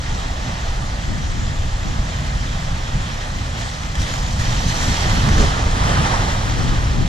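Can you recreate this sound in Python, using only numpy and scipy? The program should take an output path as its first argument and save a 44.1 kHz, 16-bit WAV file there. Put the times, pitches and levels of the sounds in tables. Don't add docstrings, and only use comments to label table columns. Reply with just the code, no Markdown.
import sys
import numpy as np
from scipy import signal
from scipy.fft import rfft, irfft, next_fast_len
from scipy.io import wavfile
from scipy.ndimage import uniform_filter1d, map_coordinates

SR = 44100
rng = np.random.default_rng(int(sys.argv[2]) if len(sys.argv) > 2 else 0)


def put_to_file(sound):
    columns = np.atleast_2d(sound).T
    safe = np.clip(columns, -1, 1)
    whole_steps = np.round(safe * 32767)
    wavfile.write(sys.argv[1], SR, whole_steps.astype(np.int16))


N = 312217
TIME = np.arange(N) / SR
TOP_HZ = 15000
SPLIT = np.array([[0.5], [-0.5]])


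def amp(db):
    return 10 ** (np.asarray(db) / 20)


def unit(x):
    return x / np.sqrt(np.mean(x ** 2) + 1e-20)


def at_pitch(table, hz):
    row_hz, values = np.transpose(table)
    return np.interp(np.log(hz + 1), np.log(row_hz + 1), values)


def over_time(table):
    return np.interp(TIME, *np.transpose(table))


def wobble(rate):
    points = rng.standard_normal(int(N * rate / SR) + 4)
    return map_coordinates(points, [np.arange(N) * rate / SR])


def swell(t, width):
    return np.exp(-(t / width) ** 2 / 2)


def filtered(x, response):
    size = next_fast_len(N + SR // 2)
    return irfft(rfft(x, size) * response(np.fft.rfftfreq(size, 1 / SR)), size)[..., :N]


def rush(patchy_db):
    spectra = signal.stft(rng.standard_normal((2, N)), nperseg=512)[2]
    patches = uniform_filter1d(rng.standard_normal(spectra.shape[1:]), size=9, axis=0)
    patches = unit(uniform_filter1d(patches, size=11, axis=1))
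    return unit(signal.istft(spectra * amp(patchy_db * patches), nperseg=512)[1][:, :N])


# (frequency [Hz], relative level [dB])
SEA_TONE = [(100, -4.5), (250, 3), (400, -4.5), (800, 0), (1300, -2), (1950, -4.5), (2350, -7), (3250, -6),
            (4900, -12.5), (7000, -11), (8300, -19.5), (10500, -31), (13800, -39), (14800, -50)]
# (frequency [Hz], width [Hz], gain [dB])
CASE_RESONANCES = [(1225, 76, 3), (1400, 56, 1.1), (1797, 210, 3), (2090, 90, 1.1), (2250, 98, -0.6),
                   (2450, 96, 0.9), (2770, 200, -2), (3130, 97, 1), (5100, 300, -0.6)]
def sea_tone_db(hz):
    peaks = sum(db * np.exp(-((hz - centre) / width) ** 2) for centre, width, db in CASE_RESONANCES)
    return at_pitch(SEA_TONE, hz) + peaks


# (frequency [Hz], likeness [0-1])
PORT_LIKENESS = [(200, 1), (550, 0.4), (760, 0.07), (1000, 0.68), (1900, 0.83), (2400, 0.06), (3100, 0.69),
                 (4200, 0.72), (5000, 0.5), (6500, 0.46), (8200, 0), (12000, 0.2)]
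# (frequency [Hz], left minus right [dB])
PORT_BALANCE = [(200, -4), (330, -0.5), (520, -4), (760, -8.5), (1200, -3), (1500, -2.7), (2250, 2),
                (2700, -2.5), (3600, -3), (5500, -1.5), (7300, 4.5), (9000, 0)]
# (frequency [Hz], phase lead [rad])
PORT_PHASE = [(200, -0.6), (680, -0.03), (800, -4), (1050, -4.0), (1800, -4.5), (2150, -4.5), (2350, -1.5),
              (2800, 0.5), (4000, 0.4), (5100, -1), (6000, 0.1), (7200, 0), (8200, -3.6), (9500, -4.5)]
def at_ports(pair, tone):
    def blend(hz):
        angle = np.arccos(np.clip(at_pitch(PORT_LIKENESS, hz), 0, 1)) / 2
        return amp(sea_tone_db(hz) + at_pitch(tone, hz)) * [np.cos(angle), np.sin(angle)]

    def ports(hz):
        return amp(SPLIT * at_pitch(PORT_BALANCE, hz)) * np.exp(1j * SPLIT * at_pitch(PORT_PHASE, hz))

    mid, side = filtered(pair, blend)
    return unit(filtered(np.array([mid + side, mid - side]), ports))


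def far_surf():
    tone = [(150, 4), (370, -7.5), (480, 2.0), (10000, -2.5)]  # (frequency [Hz], gain [dB])
    # (frequency [Hz], left minus right [dB])
    lean = [(5900, 1.5), (7000, 10.0), (7800, 13.5), (8500, -8)]
    wash = at_ports(rush(patchy_db=2.0), tone)
    wash = filtered(wash, lambda hz: amp(SPLIT * at_pitch(lean, hz)))
    return amp(-34.5 + 0.27 * wobble(4.6)) * wash


def eddies(tone, steady_samples):
    apart = [(30, -38), (80, -18), (170, -16), (350, -8)]  # (frequency [Hz], side minus mid [dB])
    gains = lambda hz: amp([at_pitch(tone, hz), at_pitch(tone, hz) + at_pitch(apart, hz)])
    mid, side = filtered(rng.standard_normal((2, N)), gains)
    pair = np.array([mid + side, mid - side])
    power = uniform_filter1d(np.mean(pair ** 2, axis=0), size=steady_samples)
    return unit(pair / np.sqrt(np.abs(power)))


# (time [s], level [dB])
WIND_STRENGTH = [(0, -27), (.55, -29), (1.45, -25.5), (2.2, -25.5), (3.15, -26.5), (3.85, -27.5),
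                 (4.78, -25), (5.2, -20), (5.9, -22.5), (6.35, -22.5), (7.0, -26)]
# (time [s], half length [s], rumble level [dB], flutter level [dB])
GUSTS = [(0.135, 0.027, -21.5, -28), (.32, 0.11, -25, -38), (0.483, 0.018, -40, -25),
         (0.72, 0.079, -21, -46), (0.832, 0.013, -21, -25.5), (0.925, 0.038, -24.5, -40),
         (1.11, 0.05, -33, -27), (1.263, 0.12, -25.5, -43), (1.455, 0.054, -23, -25.5),
         (1.637, 0.056, -21, -28.5), (1.758, 0.022, -20.5, -46), (1.9, 0.026, -20.5, -40),
         (2, 0.022, -18, -25.5), (2.05, 0.023, -28, -29), (2.2, 0.061, -38, -25.5),
         (2.373, 0.041, -18.5, -26.5), (2.577, 0.06, -29, -31), (2.725, 0.043, -21.5, -26),
         (2.956, 0.029, -21, -21), (3.374, 0.06, -42, -27), (3.626, .04, -30, -30),
         (4.008, 0.026, -18, -21), (4.234, 0.055, -23, -28), (4.42, 0.09, -21.5, -22),
         (4.547, 0.063, -21, -25), (4.68, 0.033, -21, -19), (4.893, 0.03, -25, -17),
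         (5.125, 0.087, -23, -21), (5.282, 0.023, -27, -13), (5.354, 0.035, -15, -21),
         (5.442, 0.034, -10.5, -38), (5.69, 0.037, -15, -32), (5.864, 0.075, -26, -20),
         (5.998, 0.04, -29, -16.5), (6.185, 0.051, -20, -23.5), (6.614, 0.088, -40, -23.5),
         (6.73, 0.061, -18, -21.5), (6.875, .05, -17.5, -22), (7.016, 0.075, -19.5, -21.5)]
# (frequency [Hz], relative level [dB])
RUMBLE_TONE = [(8, -35), (20, 3), (45, 0.5), (70, -2), (110, -21.5), (250, -41), (600, -84)]
# (frequency [Hz], relative level [dB])
FLUTTER_TONE = [(40, -43), (75, 1), (115, 1.5), (170, -5), (230, -13.5), (330, -24), (500, -57),
                (1000, -67)]
def wind(flutter_offset_db=-2):
    wind_db = over_time(WIND_STRENGTH)
    rumble_db = wind_db + 2.0 * wobble(24)
    flutter_db = wind_db + flutter_offset_db + 1.4 * wobble(24)
    power = amp([rumble_db, flutter_db]) ** 2
    for time, width, *levels_db in GUSTS:
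        power += (amp(levels_db)[:, None] * swell(TIME - time, width)) ** 2
    rumble, flutter = np.sqrt(power)
    return rumble * eddies(RUMBLE_TONE, SR // 12) + flutter * eddies(FLUTTER_TONE, SR // 14)


# (crest time [s], rise [s],
# time for the splash to fade 60 dB [s], foam level [dB], splash level [dB], spray level [dB])
SURGES = [(.2, .16, 2.1, -33.5, -40, -51), (.52, 0.12, 1.6, -35.5, -34, -49),
          (2.2, 0.28, 10, -38.5, -37, -46), (3.3, 0.91, 3.5, -38.5, -39.5, -50),
          (3.59, 0.014, 1.8, -35, -34.5, -36.5), (4.025, 0.041, 1.8, -37, -30, -33),
          (4.13, 0.04, 2.8, -32.5, -43, -36), (4.398, 0.0069, 7.2, -30.5, -30, -31.5),
          (4.88, 0.18, 3.1, -30.5, -27.5, -28), (5.11, 0.1, 4.1, -25.5, -26, -41),
          (5.275, 0.023, 1.4, -25, -33, -35), (5.41, 0.02, 0.67, -23, -26.5, -30),
          (5.49, .015, 1.3, -26, -32.5, -46), (5.58, 0.04, 4.8, -29.5, -34, -46),
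          (5.9, 0.12, 3.7, -22, -28, -34), (6.065, 0.052, 1.5, -25.5, -26.5, -38),
          (6.135, 0.03, 1.2, -25.5, -29, -37), (6.3, 0.045, 3, -35, -32, -35.5),
          (6.75, 0.23, 2.8, -31.5, -33.5, -43)]
def near_water_levels():
    lapping_db = np.array([[-37.5], [-36], [-41]])
    fade_share = np.array([[0.97], [1], [0.96]])
    power = amp(lapping_db) ** 2
    for crest, rise, fade_s, *levels_db in SURGES:
        rising = swell(np.minimum(TIME - crest, 0), rise)
        draining = amp(-60 * np.maximum(TIME - crest, 0) / (fade_s * fade_share))
        power = power + (amp(levels_db)[:, None] * rising * draining) ** 2
    return 10 * np.log10(power)


def bubbles(pitch_hz, spread, cycles, vary_db, rise, count, samples):
    swarms = []
    for _ in range(2):
        start = rng.integers(0, N, (count, 1))
        hz = np.clip(pitch_hz * np.exp(spread * rng.standard_normal((count, 1))), 100, TOP_HZ)
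        strength = amp(vary_db * np.minimum(rng.exponential(size=(count, 1)), 4))
        age = hz * np.arange(samples) / SR / cycles
        glide = 1 + rise * np.minimum(age, 2) / 2
        rings = strength * np.exp(-np.pi * age) * np.sin(2 * np.pi * cycles * age * glide)
        positions = start + np.arange(samples)
        swarms.append(unit(np.bincount(positions.ravel(), rings.ravel(), N)[:N]))
    return np.array(swarms)


# (frequency [Hz], gain [dB])
FOAM_TONE = [(100, -13), (300, -4.5), (450, -2.5), (700, -2), (1050, 2), (1600, 0.3), (2200, -9),
             (3100, -17), (4400, -6.5), (6500, -15), (8000, -5.5), (10000, 1.5), (14000, -15)]
def foam(level_db):
    gurgle = bubbles(pitch_hz=835.5, spread=0.453, cycles=13.6, vary_db=2.0, rise=0.27,
                     count=2200, samples=1200)
    loudness = amp(level_db + 0.58 * wobble(30))
    return loudness * at_ports(rush(patchy_db=0.44) + amp(-12.5) * gurgle, FOAM_TONE)


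# (frequency [Hz], gain [dB])
SPLASH_TONE = [(500, -2), (1200, -12), (1900, 0.6), (3300, 0.6), (5500, 2.5), (7000, -8), (12000, -20)]
def splash(level_db):
    patter = bubbles(pitch_hz=2470, spread=0.45, cycles=6.6, vary_db=1.5, rise=0.23,
                     count=4500, samples=260)
    loudness = amp(level_db + 0.98 * wobble(35))
    return loudness * at_ports(rush(patchy_db=1.0) + amp(-11.5) * patter, SPLASH_TONE)


# (frequency [Hz], gain [dB])
SPRAY_TONE = [(1000, -24), (3000, -11), (4500, -4.5), (5500, 0), (7200, -3.5), (8600, -2), (11000, 0),
              (14000, 4.5)]
def spray(level_db):
    fizz = bubbles(pitch_hz=5960, spread=0.43, cycles=3.5, vary_db=2.5, rise=0.1,
                   count=7000, samples=70)
    loudness = amp(level_db + 0.7 * wobble(60))
    return loudness * at_ports(rush(patchy_db=3.0) + amp(-6.0) * fizz, SPRAY_TONE)


# (time [s], level [dB])
SLAPS = [(.2, -27), (.975, -31), (3.385, -27), (3.582, -24.5), (3.611, -24), (3.699, -26), (3.833, -24),
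         (3.953, -19.5), (4.017, -19.5), (4.138, -18.5), (4.398, -24), (4.697, -23), (4.942, -18),
         (5.096, -17), (5.171, -20), (5.288, -16), (5.380, -16), (5.396, -21), (5.419, -18), (5.891, -20)]
def slaps(attack_s=0.0006, fade_s=0.028):
    bursts = np.zeros(N)
    for time, db in SLAPS:
        age = np.maximum(TIME - time, 0)
        bursts += amp(db - 60 * age / fade_s) * (1 - np.exp(-age / attack_s))
    tone = [(400, -19), (1800, -0.5), (3500, -4), (6500, -1.5)]  # (frequency [Hz], gain [dB])
    return bursts * at_ports(rng.standard_normal((2, N)), tone)


# (time [s], half length [s], level [dB])
PUFFS = [(1.117, 0.042, -28), (1.37, 0.2, -27.5), (1.892, 0.046, -25.5), (3.38, 0.025, -39),
         (6.575, 0.082, -22), (6.727, 0.094, -23), (6.997, 0.046, -16)]
# (frequency [Hz], relative level [dB])
PUFF_TONE = [(60, 7), (170, 3), (300, -1), (450, -12.5), (650, -16), (1300, -55)]
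def puffs():
    strength = sum(amp(db) * swell(TIME - time, width) for time, width, db in PUFFS)
    ruffle = unit(filtered(rng.standard_normal(N), lambda hz: amp(at_pitch(PUFF_TONE, hz))))
    return np.array([[1], [0]]) * strength * amp(0.98 * wobble(45)) * ruffle


# (time [s], level [dB])
BOOM_LEVEL = [(3.9, -73), (4.6, -41), (5.2, -45), (5.35, -28), (5.435, -19), (5.5, -37), (5.62, -27.5),
              (5.9, -32), (6.5, -42), (7.08, -37)]
# (frequency [Hz], gain [dB])
BOOM_TONE = [(80, 8.5), (250, 0.5), (350, 2), (450, 6.5), (600, -17), (900, -33), (2000, -40)]
def boom():
    loudness = amp(over_time(BOOM_LEVEL) + 1.6 * wobble(13))
    return loudness * at_ports(rush(patchy_db=2.5), BOOM_TONE)


# (time [s], starting pitch [Hz], level [dB])
GULPS = [(4.972, 827, -18), (5.425, 559, -16), (6.052, 825, -13), (6.13, 895, -15.5)]
def gulps(attack_s=0.007, fade_s=0.067, rise_per_s=0.8):
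    rings = np.zeros(N)
    for time, hz, db in GULPS:
        age = np.maximum(TIME - time, 0)
        pitch = hz * (1 + rise_per_s * np.minimum(age, fade_s) + 0.063 * wobble(200))
        loudness = amp(db - 60 * age / fade_s) * (1 - np.exp(-age / attack_s))
        rings += loudness * np.sin(2 * np.pi * np.cumsum(pitch) / SR)
    return filtered(rings, lambda hz: amp(SPLIT * at_pitch(PORT_BALANCE, hz)))


# (time [s], left port's head start [microseconds])
WAVE_DIRECTION = [(0, 0), (3.2, -6), (3.7, 3), (5.0, -34), (5.5, -1), (5.85, 76), (6.3, 65), (6.8, 42)]
# (frequency [Hz], share [0-1])
DIRECTED_SHARE = [(3900, 0), (5100, 1)]
def placed(pair, shade_db=0.0, full_lead_us=70):
    lead_us = over_time(WAVE_DIRECTION)
    positions = np.arange(N) + SPLIT * lead_us * SR / 1e6
    highs = filtered(pair, lambda hz: at_pitch(DIRECTED_SHARE, hz))
    shifted = np.array([map_coordinates(port, [at]) for port, at in zip(highs, positions)])
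    return amp(SPLIT * shade_db * lead_us / full_lead_us) * (pair - highs + shifted)


def scene():
    foam_db, splash_db, spray_db = near_water_levels()
    bright = placed(splash(splash_db) + spray(spray_db) + slaps(), shade_db=1.5)
    return far_surf() + placed(foam(foam_db) + boom() + gulps()) + bright + wind() + puffs()


def record(dry):
    rounded = dry / (1 + np.abs(dry / 0.92) ** 8) ** (1 / 8)
    return filtered(rounded, lambda hz: hz < TOP_HZ)


dry = scene()
out = record(dry)
put_to_file(out)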